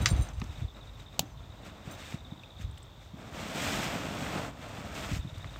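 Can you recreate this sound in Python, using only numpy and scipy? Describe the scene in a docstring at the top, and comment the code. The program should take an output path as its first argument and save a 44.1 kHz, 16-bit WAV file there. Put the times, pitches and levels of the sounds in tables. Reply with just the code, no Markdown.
"""A field at dusk, where a canvas tent is tucked into its hard shell an arm's length away.
Stick-slip friction makes the cloth rub and hiss; creases tick, and flaps push the air in low pulses.
A metal buckle knocks and jingles in its free modes, and a strap clip snaps shut.
Wind rumbles at the microphone, two insects stridulate in the grass and a far bird peeps,
over a faint low hum."""
import sys
import numpy as np
from scipy import signal
from scipy.fft import rfft, irfft
from scipy.io import wavfile
from scipy.ndimage import uniform_filter1d

SR = 44100
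rng = np.random.default_rng(int(sys.argv[2]) if len(sys.argv) > 2 else 0)


def put_to_file(sound):
    """Save the sound as 16-bit audio at rate SR, in the file named by the first command-line argument."""
    columns = np.atleast_2d(sound).T  # one column per channel
    safe = np.clip(columns, -1, 1)
    whole_steps = np.round(safe * 32767)
    wavfile.write(sys.argv[1], SR, whole_steps.astype(np.int16))


N = 246651
T = np.arange(N) / SR

# short hand strokes over the cloth: t/s, duration/s, level/dB, swell from start to end/dB, tautness/dB
HAND_STROKES = [(0.0, 0.29, -48, -7.5, -1), (0.378, .23, -60, 5, 3.5), (0.769, 0.016, -55, -2.5, -4.5),
                (0.846, 0.025, -64, 3, 3.5), (0.986, 0.011, -60.5, 5.5, 3.5), (1.144, 0.14, -60, -5.5, -.5),
                (1.405, 0.425, -59.5, 5, -3), (1.649, 0.019, -59.5, 5, 9.5), (1.865, 0.086, -51, -1, -1),
                (1.984, 0.15, -55.5, 1.5, 6.5), (2.172, 0.33, -64, -4, -3), (2.602, 0.012, -65.5, 4, 18),
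                (3.016, 0.048, -65, 2, 6.5), (3.178, 0.12, -53, 3.5, -3), (4.617, .31, -48.5, -0.5, -0.5),
                (4.957, 0.13, -45.5, -1, 2.5), (5.111, 0.047, -51.5, -2, 10), (5.227, .37, -58.5, 3, 2)]
# the long pull that drags the canvas under the shell: t/s, level/dB, tautness/dB
LONG_PULL = [(3.3, -69, -3), (3.36, -47.5, 2), (3.52, -43.5, 1.5), (3.62, -40.5, 5.5), (3.82, -38.5, 3),
             (4.0, -43, 0.5), (4.27, -43, 1), (4.38, -38.5, -2.5), (4.46, -43, -1), (4.52, -56, -2.5),
             (4.6, -53.5, -1.5)]
# gusts at the microphone: t/s, half-width/s, level/dB
WIND_GUSTS = [(0.0, 0.08, -27.5), (0.153, 0.056, -33.5), (.42, 0.063, -41), (0.618, 0.061, -39),
              (1.376, 0.16, -53), (2.674, 0.1, -46.5), (3.303, 0.17, -52), (4.1, 0.42, -52),
              (5.246, 0.33, -46.5)]
# envelopes: t/s, level/dB
HUM_ENVELOPE = [(0, -39), (.5, -49), (.9, -47.5), (1.2, -59), (1.6, -56.5), (4.6, -57), (5.59, -51)]
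TRILL_ENVELOPE = [(0, -60), (1.7, -71), (2.7, -55), (3.3, -58.5), (5.59, -67)]
# touches of the buckle on its fitting: t/s, relative level/dB, spectral tilt/(dB per octave)
BUCKLE_TOUCHES = [(0.018, -38, 4), (0.0607, -32, -7), (0.089, -33.5, 2), (.102, -36.5, 4), (0.165, -43, -3),
                  (.211, -40, 7), (.221, -38, 4), (.334, -53, -1), (1.912, -42, 9)]
# normal modes of the buckle: f/Hz, relative level/dB, T60/s
BUCKLE_MODES = [(3850, -5, 0.077), (3900, -3.5, 0.073), (4635, -9, 0.065), (4840, -18, .08),
                (6170, -2, 0.044), (6250, -14, 0.32), (7200, -11, 0.073), (7390, -4, 0.056),
                (7950, -22, 0.036), (8750, -10, 0.09), (8740, -11, 0.09), (11940, -17, 0.13),
                (14900, -21, .1)]
# flaps of the cloth: t/s, relative level/dB, f/Hz
CLOTH_FLAPS = [(0.019, -31, 150), (0.067, -35, 82.5), (0.119, -19.5, 130), (0.141, -20, 58.7),
               (0.169, -34, 76.6), (0.199, -20, 97.4), (0.216, -23.5, 62), (0.388, -31, 65.5),
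               (0.424, -31.5, 169), (0.503, -32.5, 73), (0.625, -27.5, 102.6), (0.652, -27.5, 87.4),
               (1.206, -31, 151), (1.23, -34.5, 182), (1.879, -36.5, 122), (2.146, -30, 136),
               (2.325, -33, 151), (2.6, -40, 169), (2.65, -28.5, 72), (2.691, -42, 104),
               (3.142, -35.5, 165), (3.682, -32.5, 90), (4.225, -34, 169), (4.365, -35, 201),
               (5.12, -25, 165), (5.138, -28.5, 80), (5.17, -28.5, 149), (5.199, -28, 67.4),
               (5.255, -30.5, 143), (5.464, -34, 105)]
# ticks of creases and fittings: t/s, level/dB, centre f/Hz, prominence of the centre/dB
CREASE_TICKS = [(.087, -38, 13700, 17), (.2875, -40.5, 6200, 26), (0.4164, -30.5, 1480, -25),
                (.400, -42, 5000, 0), (.4405, -43, 6140, 12), (2.124, -33, 1480, -18),
                (2.435, -39, 2520, 18), (2.712, -52, 7900, 29), (2.776, -42.5, 3000, 15),
                (2.780, -48.5, 7850, 16), (2.828, -48.5, 7760, 29), (5.381, -46, 5000, 1),
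                (5.4443, -32.5, 1500, -15), (5.560, -34.5, 900, 3)]
# bouts of the near insect: start t/s, end t/s, chirp rate/Hz, level/dB
CHIRP_BOUTS = [(.49, 1.17, 15.8, -53.5), (1.371, 1.9, 15.6, -57), (1.927, 2.67, 15.72, -52),
               (5.205, 5.59, 15.1, -51)]
# peeps of the far bird: t/s, start f/Hz, end f/Hz, duration/s, level/dB
BIRD_PEEPS = [(1.252, 5750, 6450, .028, -62), (1.285, 6550, 5850, .065, -67)]
# spectral densities: f/Hz, relative level/dB
WEAVE_SPECTRUM = [(240, -38.5), (400, 0.5), (549, 5), (678, 6), (941, 0), (1300, 1), (1630, -4.5),
                  (2310, -6), (2710, -6.5), (2980, -9.5), (3450, -8.5), (5000, -21.5), (6500, -33),
                  (11000, -120)]  # rubbing weave
THREAD_SPECTRUM = [(2940, -16.5), (5000, -5.5), (7980, -6), (9280, -15.5), (10300, -24.5), (10800, -24.5),
                   (11800, -23), (13200, -15), (13800, -13), (16000, -29)]  # taut threads
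FLUTTER_SPECTRUM = [(20, -43), (70, -14), (130, 2.5), (200, 4), (300, 1), (390, -8.5), (600, -24),
                    (2000, -75)]  # slack cloth
WIND_SPECTRUM = [(8, -45), (25, -24), (38, -5.5), (55, -0.5), (75, 2.5), (100, 2), (140, -4), (250, -29.5),
                 (1000, -69)]  # air at the microphone
FIELD_SPECTRUM = [(25, -45), (60, -5.5), (100, -7), (200, -12.5), (350, -13), (600, -15), (1000, -12),
                  (1600, -26), (2700, -30), (3600, -20), (4600, -29), (7400, -33), (10500, -49.5),
                  (14000, -35), (16000, -43)]  # distant evening wash
KNOCK_SPECTRUM = [(100, -29), (700, -20), (1150, 1.5), (2000, 3.5), (2700, 2), (3900, 2), (6200, 2),
                  (7500, -6), (8800, -21), (10500, -31), (13000, -26), (16000, -32)]  # buckle on the frame
PAT_SPECTRUM = [(60, -23), (160, -5.5), (280, 2), (400, -12), (700, -19), (2000, -34), (6000, -60)]  # a flap landing
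LATCH_SPECTRUM = [(100, 1.5), (400, -12), (750, 4), (1100, -11.5), (1900, -23), (2500, -0.5), (3000, 1.5),
                  (3800, 0), (4900, -5.5), (5700, -2), (6900, -4.5), (8500, -15), (11500, -16.5),
                  (14500, -12), (16000, -8)]  # latch of the strap clip


def undb(db):
    """Amplitude ratio for a level in decibels."""
    return np.exp(np.asarray(db) * np.log(10) / 20)


def unit(x):
    """Normalisation to unit rms."""
    return x / np.sqrt(np.mean(x ** 2))


def contour(table):
    """Linear interpolation of a level over time."""
    return np.interp(T, *np.transpose(table))


def colour(x, spectrum, size=8192):
    """Minimum-phase filtering with the given spectral shape and unit power gain."""
    hz, db = np.transpose(spectrum)
    f = np.maximum(np.arange(size // 2 + 1) * SR / size, 1)
    magnitude = unit(undb(np.interp(np.log(f), np.log(hz), db)))
    cepstrum = irfft(np.log(magnitude))
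    cepstrum[1:size // 2] *= 2  # folding the cepstrum makes the filter causal
    cepstrum[size // 2 + 1:] = 0
    return signal.oaconvolve(x, irfft(np.exp(rfft(cepstrum))))[:len(x)]


def walk(rate_hz):
    """Smooth random modulation of unit rms."""
    hold = max(int(SR / rate_hz), 1)
    steps = np.repeat(rng.standard_normal(N // hold + 1), hold)
    return unit(uniform_filter1d(steps, hold)[:N])


def fade(t, t60):
    """Exponential decay, 60 dB down after t60."""
    return np.exp(-np.log(1000) * t / t60)


def add(out, s, x):
    """Superposition of x on out from time s."""
    i = int(s * SR)
    x, i = x[max(-i, 0):], max(i, 0)
    out[i:i + len(x)] += x[:max(N - i, 0)]


def slips(rate_hz, spread_db):
    """Shot noise: threads slip over threads in random impulses of unequal size."""
    size = undb(spread_db * np.minimum(rng.exponential(size=N), 5))
    return unit((rng.random(N) < rate_hz / SR) * size * rng.standard_normal(N))


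def impact(spectrum, crack_t60, tail_db, tail_t60):
    """Impulsive excitation: a brief crack, then its scatter under the shell; peak near 1."""
    t = T[:SR // 4]
    grain = np.sign(rng.standard_normal(len(t)))
    hit = colour(grain * (fade(t, crack_t60) + undb(tail_db) * fade(t, tail_t60)), spectrum)
    return hit / (2 * np.sqrt(np.mean(hit[:SR // 500] ** 2)))


def glide(start_hz, end_hz, length_s):
    """A linear frequency sweep, slightly detuned at random, under a half-sine envelope."""
    progress = np.linspace(0, 1, int(length_s * SR))
    hz = (start_hz + (end_hz - start_hz) * progress) * (1 + 0.013 * rng.standard_normal())
    return np.sin(np.pi * progress) * np.sin(2 * np.pi * np.cumsum(hz) / SR)


def handling(attack_s=0.031, release_s=0.054, resting_db=-64.5):
    """Incoherent addition: the powers of all strokes sum, and tautness is their power-weighted mean."""
    t = np.arange(0, T[-1], .002)
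    pull_s, pull_db, pull_taut = np.transpose(LONG_PULL)
    pull = np.interp(t, pull_s, undb(pull_db), left=0, right=0) ** 2
    power = undb(resting_db) ** 2 + pull  # the cloth never lies quite still
    weighted_taut = pull * np.interp(t, pull_s, pull_taut)
    for s, length, db, swell_db, taut_db in HAND_STROKES:
        outside = np.maximum(s - t, 0) / attack_s + np.maximum(t - s - length, 0) / release_s
        from_middle = np.clip((t - s) / length - .5, -.5, .5)
        stroke = (undb(db + swell_db * from_middle) * np.exp(-outside - outside ** 2 / 2)) ** 2
        power += stroke
        weighted_taut += stroke * taut_db
    return np.interp(T, t, 10 * np.log10(power)), np.interp(T, t, weighted_taut / power)


def canvas(split_hz=1550):
    """Stick-slip friction of the weave: taut cloth rasps and hisses, slack cloth flutters."""
    rub_db, taut_db = handling()
    weave = colour(slips(rate_hz=9000, spread_db=-0.2), WEAVE_SPECTRUM)
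    soft_contact = signal.sosfiltfilt(signal.butter(3, split_hz, fs=SR, output="sos"), weave)
    threads = colour(slips(rate_hz=14000, spread_db=1.8), THREAD_SPECTRUM)
    slack = colour(slips(rate_hz=900, spread_db=2.0), FLUTTER_SPECTRUM)
    rub = unit(soft_contact) * undb(rub_db)
    rasp = unit(weave - soft_contact) * undb(rub_db - 3 + 0.99 * taut_db)
    hiss = unit(threads) * undb(rub_db - 9 + 1.31 * taut_db)
    flutter = unit(slack) * undb(rub_db + 1 - 0.33 * taut_db)
    uneven_pull = undb(0.68 * walk(35))
    return (rub + rasp + hiss + flutter) * uneven_pull


def wind(breeze_db=-51.5):
    """Turbulent pressure at the microphone: a low rumble that swells with each gust."""
    gusts = sum(undb(db) * np.exp(-((T - s) / width) ** 2) for s, width, db in WIND_GUSTS)
    rumble = unit(colour(rng.standard_normal(N), WIND_SPECTRUM))
    return rumble * (undb(breeze_db) + gusts) * undb(2.06 * walk(5.32))


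def hum(hz=50.8):
    """Random modulation of frequency and amplitude makes a low tone waver."""
    phase = 2 * np.pi * np.cumsum(hz * (1 + 0.016 * walk(6.13))) / SR
    return np.sin(phase) * undb(contour(HUM_ENVELOPE) + 2 * walk(3.5))


def evening_wash(level_db=-59):
    """Ambient noise: the distant field merges into a broad, nearly stationary spectrum."""
    return unit(colour(rng.standard_normal(N), FIELD_SPECTRUM)) * undb(level_db + 0.44 * walk(2.07))


def far_insect(rate_hz=63.5):
    """Stridulation: a nearly periodic train of falling tone pulses is heard as a trill."""
    out = np.zeros(N)
    for s in np.arange(0, T[-1], 1 / rate_hz):
        add(out, s + .001 * rng.standard_normal(), glide(start_hz=3950, end_hz=3100, length_s=.008))
    return out * undb(contour(TRILL_ENVELOPE))


def field_scatter(song, t60=.12, level_db=-6):
    """Scattering in the field adds a short diffuse tail to the direct sound."""
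    tail = rng.standard_normal(SR // 4) * fade(T[:SR // 4], t60)
    return song + undb(level_db) * signal.fftconvolve(song, tail / np.linalg.norm(tail))[:N]


def buckle(knock_s=.0585, uneven_db=2.5, pivot_hz=7000):
    """Modal vibration: the buckle rings at each touch and knocks once on the frame."""
    out, t = np.zeros(N), T[:SR // 3]
    add(out, knock_s, undb(-10) * impact(KNOCK_SPECTRUM, crack_t60=0.012, tail_db=-11, tail_t60=0.12))
    for s, db, tilt in BUCKLE_TOUCHES:
        ring = np.zeros(len(t))
        for hz, mode_db, t60 in BUCKLE_MODES:
            strength, detune = rng.standard_normal(2)
            # light, hard touches favour the high modes
            gain = undb(mode_db + tilt * np.log2(hz / pivot_hz) + uneven_db * strength)
            ring += gain * np.sin(2 * np.pi * hz * (1 + 0.0012 * detune) * t) * fade(t, t60)
        bounces = np.cumsum(rng.uniform(.004, .014, size=4))  # loose metal chatters, ever weaker
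        for k, lag in enumerate([0, *bounces]):
            add(out, s + lag, undb(db - 6.5 - 4.2 * k) * ring)
    return out


def flaps(width_cycles=0.44, pat_t60=0.15, pat_reference_hz=150):
    """Rarefaction and rebound: each flap moves the air for about a cycle; quick ones pat harder."""
    out, t = np.zeros(N), np.arange(-SR // 20, SR // 20) / SR
    for s, db, hz in CLOTH_FLAPS:
        suction = -np.cos(2 * np.pi * hz * t) * np.exp(-.5 * (t * hz / width_cycles) ** 2)
        add(out, s + t[0], undb(db + 2.5) * suction)
        pat = colour(rng.standard_normal(len(t)) * fade(T[:len(t)], pat_t60), PAT_SPECTRUM)
        add(out, s - 1 / hz, undb(db - 12.5) * (hz / pat_reference_hz) ** 2 * pat)
    return out


def ticks():
    """Creases snap through and fittings touch: transients, each with a spectral peak or notch."""
    out = np.zeros(N)
    for s, db, hz, prominence_db in CREASE_TICKS:
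        shoulder_db = -prominence_db
        below = [(hz / 30, shoulder_db - 47), (hz / 5, shoulder_db), (hz / 1.2, shoulder_db)]
        above = [(hz * 1.3, shoulder_db), (hz * 3.6, shoulder_db - 20), (hz * 5.5, shoulder_db - 43)]
        tick = impact([*below, (hz, 0), *above], crack_t60=.014, tail_db=-15, tail_t60=.05)
        add(out, s, undb(db) * tick)
    return out


def near_insect(pair_s=.019, uneven_db=1.6):
    """Stridulation in bouts: each chirp is a pair of wing strokes that fall in pitch."""
    out = np.zeros(N)
    for start, end, rate_hz, db in CHIRP_BOUTS:
        for s in np.arange(start, end, 1 / rate_hz):
            for lag in (0, pair_s):
                stroke = glide(start_hz=3980, end_hz=3340, length_s=.014)
                add(out, s + lag, undb(db + uneven_db * rng.standard_normal()) * stroke)
    return out


def strap_clip(snap_s=1.1937, body_hz=765, body_db=-38, body_t60=0.14):
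    """Elastic release: the latch scrapes over its catch, springs home and rings the hollow body."""
    out, t = np.zeros(N), T[:SR // 4]
    scrape = undb(-20) * impact(LATCH_SPECTRUM, crack_t60=.005, tail_db=-30, tail_t60=.02)
    snap = undb(-9.5) * impact(LATCH_SPECTRUM, crack_t60=0.0072, tail_db=-25, tail_t60=0.084)
    body = undb(body_db) * np.sin(2 * np.pi * body_hz * t) * fade(t, body_t60)
    add(out, snap_s - .0005, scrape)
    add(out, snap_s, snap + body)
    return out


def bird():
    """Frequency-modulated tones: two faint peeps, one rising, one falling."""
    out = np.zeros(N)
    for s, start_hz, end_hz, length_s, db in BIRD_PEEPS:
        add(out, s, undb(db) * glide(start_hz, end_hz, length_s))
    return out


def scene():
    """Linear superposition: the pressures of all sources add at one microphone."""
    tent = canvas() + flaps() + ticks() + buckle() + strap_clip()
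    wildlife = field_scatter(near_insect() + far_insect()) + bird()
    return (tent + wildlife + wind() + hum() + evening_wash())[None]


def record(dry):
    """Band limiting: a steep elliptic low-pass removes the treble above 15.9 kHz."""
    return signal.sosfilt(signal.ellip(10, .2, 80, 15900, fs=SR, output="sos"), dry)


dry = scene()
out = record(dry)
put_to_file(out)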